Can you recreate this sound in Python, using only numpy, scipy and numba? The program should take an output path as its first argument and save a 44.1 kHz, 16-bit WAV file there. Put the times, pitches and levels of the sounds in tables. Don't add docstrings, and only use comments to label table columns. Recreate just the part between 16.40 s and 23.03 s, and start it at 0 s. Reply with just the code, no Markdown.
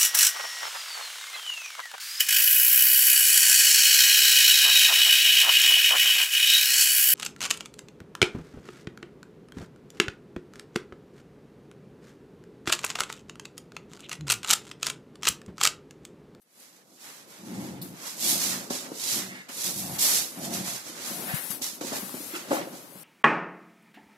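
import sys
import numpy as np
from scipy import signal
from scipy.fft import rfft, irfft, next_fast_len
from scipy.io import wavfile
from scipy.ndimage import uniform_filter1d
from numba import njit

SR = 44100
rng = np.random.default_rng(int(sys.argv[2]) if len(sys.argv) > 2 else 0)


def store_pcm(level_fs):
    pcm = np.round(np.clip(level_fs, -1, 1) * 32767).astype(np.int16)
    wavfile.write(sys.argv[1], SR, np.atleast_2d(pcm).T)


def gain_from_decibels(decibels):
    exponent = np.asarray(decibels, float) / 20
    return 10 ** exponent


N = 292559
T = np.arange(N) / SR
FAST = next_fast_len(N, True)
HZ = np.fft.rfftfreq(FAST, 1 / SR)

# frequency_hz, level_difference_db
PORT_DIFFERENCE = [(60, 5.5), (250, -.6), (600, 2), (1300, 7), (2300, -2), (4000, -8), (6500, -7),
                   (8000, -10), (9500, 0), (12000, 7), (15000, 8)]
# frequency_hz, likeness [0-1]
PORT_LIKENESS = [(60, 0.7), (450, 0.85), (800, 0.85), (1500, .15), (4000, 0.05)]
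# frequency_hz, gain_db
FLOOR_DIP = [(330, 1), (400, -3), (460, -6.5), (530, -1.5), (620, 0)]

# frequency_hz, density_db [dB per Hz]
SLEEVE_SPECTRUM = [(150, -50), (800, -10.5), (3000, -13.5), (7000, -11), (10000, -3), (12000, -1.5),
                   (14000, -6), (16000, -15)]
# peak_s, level_db, rise_s [per 20 dB], fall_s [per 20 dB]
SLEEVE_RUBS = [(0.018, -58, .003, .03), (4.48, -55, .15, .06), (4.67, -37.5, .05, 2.5), (4.9, -35, 1.5, .3),
               (4.946, -30, .015, .25), (5.05, -33, .6, .4), (5.106, -27, .012, .09), (5.15, -34, .3, .08),
               (5.26, -36, .09, .11), (5.35, -42, .06, .07), (5.56, -36.5, .09, .9),
               (5.88, -38.5, 1.8, .27), (6.15, -36.5, .085, .1), (6.3, -49, .6, 1.8), (6.62, -45.5, .6, .6)]
# start_s, peak_db, pitch_hz
PHONE_KNOCKS = [
    (4.936, -22.5, 147),
    (5.1, -35, 187),
]

# start_s, length_s, pitch_hz, width_hz, level_db
SKIDS = [(1.08, .24, 2070, 250, -55), (1.415, 0.027, 4320, 700, -51), (1.424, 0.05, 13500, 1500, -54),
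         (1.626, 0.074, 1140, 120, -49.5), (2.881, 0.085, 2050, 277.8, -44.5),
         (2.943, 0.091, 2000, 270, -45), (3.6, 0.15, 1852, 250, -43.5), (4.862, 0.15, 1850, 350, -37.5),
         (5.76, 0.033, 2350, 150, -48), (5.93, 0.065, 334, 60, -40), (5.94, .03, 1380, 100, -41.5),
         (5.945, .025, 2630, 250, -36), (6.105, .1, 1500, 1600, -40)]
# start_s, peak_db, pitch_hz
TICKS = [(1.416, -26, 4600), (1.4163, -21, 10500), (1.4198, -22, 4370), (1.4202, -22, 11800),
         (1.4238, -27, 3900), (1.4242, -21, 9500), (1.4258, -15, 13700), (2.3037, -19, 5900),
         (3.0899, -36, 6830), (3.2105, -22, 4500), (3.59, -20, 6110), (5.2175, -25, 3600),
         (5.4105, -23, 2500), (5.6236, -20, 1000), (5.6944, -17.5, 1150)]
# start_s, peak_db, pitch_hz, upper_pitch_hz, upper_level_db [relative]
THUDS = [(1.922, -32, 266, 600, -13), (2.301, -20.5, 255, 570, -5), (2.344, -32.5, 255, 560, -3),
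         (2.513, -27, 300, 480, -5), (2.764, -31.5, 283, 560, -11), (3.09, -38, 257, 560, -5),
         (4.46, -41, 300, 500, 0), (4.492, -34, 308, 560, -9), (4.642, -38, 304, 560, -17),
         (4.707, -31.5, 205.5, 560, -8), (4.771, -36, 191, 560, -10), (5.21, -33, 269, 560, -5.5),
         (5.323, -39, 220, 560, -15), (5.408, -24.5, 300, 480, -6), (5.432, -33, 330, 520, -3),
         (5.441, -25.5, 247, 900, -14), (5.508, -33, 240, 500, -8), (5.516, -25, 250, 450, -3),
         (5.527, -29, 260, 590, 2), (5.558, -33.5, 266, 640, 1), (5.58, -33, 250, 560, -10),
         (5.622, -28, 200, 400, -8), (5.694, -40, 288, 800, -6), (5.737, -25, 255, 470, -6),
         (5.765, -36, 300, 640, -2), (5.8, -31, 285, 420, -8), (5.83, -38, 300, 500, -8),
         (5.933, -32, 320, 560, -20), (6.079, -33, 250, 500, -10), (6.105, -17, 290, 560, -3),
         (6.112, -17, 275, 570, 4), (6.126, -16, 310, 500, -3), (6.142, -24, 330, 560, 0),
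         (6.166, -27.5, 250, 760, 6), (6.186, -27, 340, 540, -1), (6.208, -28, 342, 600, -2),
         (6.268, -28, 306, 520, -4), (6.358, -36.5, 254, 560, -5), (6.491, -41.5, 196, 560, -6),
         (6.551, -34.5, 185, 600, -6.5)]

# frequency_hz, density_db [dB per Hz]
BOARD_SPECTRUM = [(24, -64), (40, -17), (85, -26), (137, -7), (266, -3), (334, -4.5), (433, -7.5),
                  (560, -6), (747, -12), (869, -12.5), (1500, -19.5), (1950, -46), (3300, -120)]
# time_s, level_db
LOAD = [(0.0, -80), (0.2, -64), (0.9, -56.5), (1.65, -51), (2.52, -47), (2.7, -54), (3.05, -59),
        (3.156, -49.5), (3.84, -51), (4.44, -57), (4.53, -49), (4.98, -46), (5.33, -55), (5.56, -42),
        (5.68, -50), (6.06, -50), (6.16, -40), (6.45, -53)]
# frequency_hz, density_db [dB per Hz]
SWISH_SPECTRUM = [(880, -11), (1500, -20), (1980, -9.5), (2660, -8), (3690, -3.5), (6370, 0), (8740, -3),
                  (11500, 0.5), (12900, -6), (14800, -8), (16000, -30)]
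# frequency_hz, density_db [dB per Hz]
SCUFF_SPECTRUM = [(500, -20), (800, -3.5), (1200, -1.5), (2000, 0), (3000, -4.5), (5000, -12), (12000, -60)]
# peak_s, swish_db, rise_s [per 20 dB], fall_s [per 20 dB], weight_db [scuff relative to swish]
DIGS = [(0.024, -80, .1, .1, -10), (0.222, -57.5, .14, .25, -2), (0.375, -62.5, .4, .12, -1),
        (0.56, -62.5, .25, .1, -8), (0.64, -51.5, .1, .6, -2), (0.81, -57, .6, .13, 1),
        (0.908, -56, .09, .55, 0), (1.07, -56, .1, .6, -1), (1.258, -52.5, .8, .22, 1),
        (1.417, -56, .004, .06, -17), (1.445, -56, .2, .25, -3)]
DRAGS = [
    (1.675, -41.5, .14, .22, -5),
    (1.84, -31.5, .08, .5, -12),
    (1.905, -29, .4, .25, -15),
    (2.033, -32.5, .3, .6, -10),
    (2.117, -34.5, .5, .165, -6),
]
FLIPS = [
    (2.305, -38.5, .008, .4, -10),
    (2.353, -37, .3, .16, -6),
    (2.62, -37.5, .12, .5, -10),
    (2.727, -31, .3, .25, -13),
    (2.787, -35.5, .3, .13, -4),
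    (2.96, -55.5, .6, .2, 2),
]
SWINGS = [(3.09, -49.5, .008, .4, 1), (3.22, -37, .16, .2, -12), (3.268, -32.5, .15, .135, -13),
          (3.394, -41, .5, .3, -16), (3.56, -47, .6, .1, 1), (3.591, -31, .01, .3, -16),
          (3.618, -27.5, .06, .9, -19), (3.772, -28.5, .9, .135, -12), (3.99, -53, .3, .3, 3),
          (4.05, -39.5, .09, .1, -7), (4.146, -36.5, .08, .2, -6), (4.28, -38, .12, .4, -5),
          (4.362, -42, .4, .13, -3)]
SHAKES = [(4.474, -45.5, .11, .28, -3), (4.668, -40.5, .24, .3, -4), (4.944, -52, .4, .16, 10),
          (5.118, -48.5, .1, .14, -2), (5.221, -35, .008, .3, -14), (5.255, -37, .3, .14, -10),
          (5.411, -44, .005, .3, 0), (5.475, -40, .15, .15, -3), (5.567, -40, .2, .1, -2),
          (5.66, -52.5, .2, .9, 0), (5.853, -50, .9, .35, -6), (5.97, -43.5, .1, .13, 3),
          (6.135, -43.5, .11, .18, 3), (6.355, -52.5, .1, .22, -1), (6.6, -65, .6, .6, 7)]
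# peak_s, level_db, rise_s [per 20 dB], fall_s [per 20 dB]
FRAYS = [
    (0.02, -72, .05, .08),
    (0.21, -58.5, .12, .1),
    (1.418, -47, .004, .14),
    (1.89, -30.5, .1, .15),
    (2.78, -38, .2, .1),
    (3.385, -39, .12, .25),
    (3.57, -43.5, .9, .1),
    (3.64, -29.5, .06, .25),
    (3.99, -48, .2, .1),
]

# time_s, effort_db, mouth_db [opening, relative]
GROWLS = [
    [(0.97, -57, -7), (1.006, -49, -11), (1.21, -34, -14), (1.282, -41, -11), (1.524, -43, -18),
     (1.57, -57, -9)],
    [(1.8, -53, 2), (1.852, -41, -7), (1.95, -39, 0), (1.996, -44, -5), (2.182, -42, -7), (2.26, -52, -2)],
    [(2.71, -46, -10), (2.728, -45, -6), (2.778, -38, -11), (2.83, -44, -9), (2.918, -45, -6),
     (3.01, -55, -5)],
    [(3.24, -50, 1), (3.27, -41, -9), (3.322, -48, -6), (3.358, -42, -11), (3.526, -40, -3), (3.6, -47, -4)],
    [(3.95, -53, -2), (3.976, -43, -7), (4.128, -36, -8), (4.202, -39, -12), (4.294, -46, -3),
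     (4.37, -53, -2)],
    [(4.67, -55, 4), (4.706, -43, -5), (4.76, -47, -2), (4.788, -43, -8), (4.914, -46, 2), (4.925, -40, -2)],
]
# rate_hz [pulses], jitter [0-1], mouth_hz, force_db, brightness_db
VOICES = [
    (100, 0.3, 840, 1.2, -2),
    (96, .25, 640, 0, -1),
    (106.7, 0.3, 520, 0.5, -1),
    (92, .08, 750, 0.5, -1),
    (87.3, .18, 660, 2, 2),
    (90.9, .25, 700, -1.5, 2),
]


def unit(x):
    return x / np.sqrt(np.mean(x ** 2))


def on_log(table):
    hz, value = np.transpose(table)
    return np.interp(np.log(HZ + 1), np.log(hz), value)


def curve(table, column):
    rows = np.array(table)
    return np.interp(T, rows[:, 0], rows[:, column])


def shaped(x, gain):
    return irfft(rfft(x, FAST) * gain, FAST)[..., :N]


@njit
def resonator(x, hz, width):
    y, band, low = np.empty(len(x)), 0., 0.
    for i in range(len(x)):
        g, k = np.tan(np.pi * hz[i] / SR), width / hz[i]
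        v = (band + g * (x[i] - low)) / (1 + g * (g + k))
        band, low, y[i] = 2 * v - band, low + 2 * g * v, k * v
    return y


def sine(hz, t):
    return np.sin(2 * np.pi * hz * t)


def add(out, start_s, wave):
    i = int(start_s * SR)
    wave = wave[:max(N - i, 0)]
    out[i:i + len(wave)] += wave


def walk(rate):
    hold = int(SR / rate)
    levels = np.repeat(rng.standard_normal(N // hold + 1), hold)
    return unit(uniform_filter1d(levels, hold)[:N])


def friction(spectrum, lo, hi, grain_db, patchy_db):
    grains = gain_from_decibels(grain_db * walk(900) + patchy_db * walk(25))
    mid, side = rfft(grains * rng.standard_normal((2, N)), FAST)
    alike = np.clip(on_log(PORT_LIKENESS), 0, 1)
    opposed = np.sqrt(1 - alike) * side * np.array([[1], [-1]])
    pair = gain_from_decibels(on_log(spectrum)) * (np.sqrt(1 + alike) * mid + opposed)
    in_band = pair.mean(axis=0) * (HZ > lo) * (HZ < hi)
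    return irfft(pair, FAST)[:, :N] / np.std(irfft(in_band, FAST))


def swells(rows, extra_db, slow=1):
    handover_s = .015
    gain = np.zeros(N)
    peaks = [-1] + [row[0] for row in rows] + [T[-1] + 1]
    for row, db, before, after in zip(rows, extra_db, peaks, peaks[2:]):
        end = after + handover_s
        span = slice(max(int(before * SR), 0), int(end * SR))
        t = T[span] - row[0]
        alive = np.clip(np.minimum(T[span] - before, end - T[span]) / handover_s, 0, 1)
        drop_db = 20 / slow * np.maximum(-t / row[2], t / row[3])
        gain[span] = np.maximum(gain[span], alive * gain_from_decibels(row[1] + db - drop_db))
    return gain


def room(dry):
    t60_s, level_db = .3, -7
    t = T[:SR // 2]
    shared, own = rng.standard_normal(len(t)), rng.standard_normal((2, len(t)))
    bass = signal.butter(2, 650, fs=SR, output="sos")
    spray = signal.sosfilt(bass, shared - 1.16 * own) + own
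    echoes = spray * gain_from_decibels(-60 * t / t60_s) * (t > .004)
    echoes *= gain_from_decibels(level_db) / np.sqrt(np.sum(echoes ** 2) / 2)
    wet = signal.fftconvolve(dry[None], echoes, axes=1)[:, :N]
    return (dry + wet) / np.sqrt(1 + gain_from_decibels(2 * level_db))


def holder():
    rub = friction(SLEEVE_SPECTRUM, 10350, 12640, grain_db=1.0, patchy_db=0.0)[0]
    out = swells(SLEEVE_RUBS, np.full(len(SLEEVE_RUBS), -4.5)) * rub
    t = T[:SR // 10]
    for start_s, db, hz in PHONE_KNOCKS:
        add(out, start_s, gain_from_decibels(db + 10.5) * sine(hz, t) * (t / 0.0067) * np.exp(1 - t / 0.0039))
    return out * gain_from_decibels(np.array([[0], [-22]]))


def boards():
    return gain_from_decibels(curve(LOAD, 1) - 0.38) * friction(BOARD_SPECTRUM, 215, 870, grain_db=0.36, patchy_db=1.95)


def claws():
    out = np.zeros(N)
    for start_s, length_s, hz, width_hz, db in SKIDS:
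        n = int(length_s * SR)
        squeak = resonator(rng.standard_normal(n), np.full(n, 1. * hz), 1. * width_hz)
        add(out, start_s, gain_from_decibels(db) * unit(squeak) * signal.windows.tukey(n, .35))
    t = T[:SR // 40]
    for start_s, db, hz in TICKS:
        scrape = .5 * rng.standard_normal(len(t)) * np.exp(-t / 0.00065)
        add(out, start_s, gain_from_decibels(db - 11) * (scrape + sine(hz, t) * np.exp(-t / 0.0014)))
    return out


def thuds():
    paw_t60_s, bed_t60_s, bed_lands_s = .068, .05, 6.07
    out, t = np.zeros(N), T[:SR // 4]
    slap_band = signal.butter(2, [500, 1500], "band", fs=SR, output="sos")
    slaps = unit(signal.sosfilt(slap_band, rng.standard_normal((len(THUDS), len(t)))))
    detunings = rng.random((len(THUDS), 3))
    for (start_s, db, hz, upper_hz, upper_db), c, slap in zip(THUDS, detunings, slaps):
        t60_s = paw_t60_s if start_s < bed_lands_s else bed_t60_s
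        fade = gain_from_decibels(-60 * t / t60_s) * (1 - np.exp(-(t / .0035) ** 2))
        low = sine(hz, t) + 0.74 * sine(hz * (1.4 + 0.26 * c[0]), t)
        low += .18 * sine(hz * (.5 + .1 * c[1]), t)
        upper = sine(upper_hz, t) + .5 * sine(upper_hz * (1.25 + .25 * c[2]), t) + .45 * slap
        add(out, start_s, gain_from_decibels(db + 1.5) * fade * (low + gain_from_decibels(upper_db) * upper))
    return out


def growls():
    throat_starts_hz, sag_hz_per_s = (242, 262, 265, 200, 230, 235), 70
    out = np.zeros(N)
    for rows, voice, start_hz in zip(GROWLS, VOICES, throat_starts_hz):
        rate_hz, jitter, mouth_hz, force_db, bright_db = voice
        a, b = int(rows[0][0] * SR), int(rows[-1][0] * SR)
        timing, strength = rng.standard_normal((2, 80))
        at = (np.cumsum(np.exp(jitter * timing)) / rate_hz * SR).astype(int)
        inside = at < b - a
        flaps = np.zeros(b - a)
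        flaps[at[inside]] = -gain_from_decibels(9 * jitter * strength)[inside]
        breath = 0.053 * rng.standard_normal(b - a)
        effort_db, mouth_db = curve(rows, 1)[a:b], curve(rows, 2)[a:b]

        throat_hz = start_hz - sag_hz_per_s * T[:b - a]
        throat = resonator(flaps + breath, 0.56 * throat_hz, 157.0)
        throat = resonator(throat, throat_hz, 350.0)
        throat = resonator(throat, 1.13 * throat_hz, 234.0)
        steady_hz = np.full(b - a, 1. * mouth_hz)
        mouth = resonator(resonator(flaps + 1.33 * breath, steady_hz, 250.0), steady_hz, 360.0)
        voiced = unit(throat) + gain_from_decibels(mouth_db + bright_db) * unit(mouth)
        out[a:b] = gain_from_decibels(effort_db + force_db) * voiced * signal.windows.tukey(b - a, .08)
    return signal.sosfilt(signal.butter(2, 85, "high", fs=SR, output="sos"), out)


def cloth():
    moves = [DIGS, DRAGS, FLIPS, SWINGS, SHAKES]
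    strokes = [stroke for move in moves for stroke in move]
    weight_db = np.array(strokes)[:, 4]
    move_db = np.repeat((-2, -3, -5, -2, -4.5), [len(move) for move in moves])
    fine_db = move_db - .1 * weight_db

    swish = friction(SWISH_SPECTRUM, 3500, 8000, grain_db=1.3, patchy_db=.3)
    fine = shaped(swish, 1 / (1 + (8600 / (HZ + 1)) ** 12))
    coarse_gain = swells(strokes, 0 * weight_db)
    fine_gain = np.hypot(swells(strokes, fine_db), swells(FRAYS, np.zeros(len(FRAYS))))
    scuff = friction(SCUFF_SPECTRUM, 700, 3090, grain_db=0.5, patchy_db=1.78)
    scuff_gain = swells(strokes, weight_db - 1.5, slow=1.5)
    return coarse_gain * (swish - fine) + fine_gain * fine + scuff_gain * scuff


def scene():
    left_lag_s = .00023
    dog = room(growls() + thuds() + claws())
    heard = shaped(dog, gain_from_decibels(on_log(FLOOR_DIP))) + cloth() + boards()
    tilt = gain_from_decibels(on_log(PORT_DIFFERENCE) * np.array([[.5], [-.5]]))
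    lag = np.exp(-2j * np.pi * HZ * left_lag_s * np.array([[1], [0]]))
    return shaped(heard, tilt * lag) + holder()


def denoise(x, bite, from_hz, masked):
    hz, _, z = signal.stft(x, SR, nperseg=1024)
    power = abs(z) ** 2 + 1e-18
    both = abs(z.mean(axis=0)) ** 2 + 1e-18
    neighbours = uniform_filter1d(both, size=25, axis=0)
    top_band = uniform_filter1d(both * (hz > 9500)[:, None], size=300, axis=0)
    bar = np.maximum(neighbours, masked * (hz < 8500)[:, None] * top_band)
    treble = both[hz > from_hz].sum(axis=0)
    steady = np.clip(3 * np.roll(treble, 1) / np.roll(treble, -1), 0, 1)
    smooth = abs(uniform_filter1d(both, size=2, axis=1)) + 1e-16
    weak = steady * uniform_filter1d(bar, size=2, axis=1) / smooth
    depth = bite * np.clip(hz / from_hz - 1, 0, 1)[:, None]
    kept = power * np.clip(1 - depth * weak, .003, 1)
    near = abs(uniform_filter1d(power, size=25, axis=1)) + 1e-16
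    left = abs(uniform_filter1d(kept, size=25, axis=1)) + 1e-16
    return signal.istft(z * np.sqrt(kept * near / left / power), SR, nperseg=1024)[1][:, :N]


def band_limit(x):
    return signal.sosfilt(signal.butter(12, 16000, fs=SR, output="sos"), x)


def record(dry):
    bass_cut = signal.sosfilt(signal.butter(2, 110, "high", fs=SR, output="sos"), dry)
    top_cut = signal.sosfilt(signal.ellip(10, .5, 70, 15750, fs=SR, output="sos"), bass_cut)
    mix = denoise(top_cut, bite=.45, from_hz=1500, masked=2.2)
    return band_limit(mix)


dry = scene()
out = record(dry)
store_pcm(out)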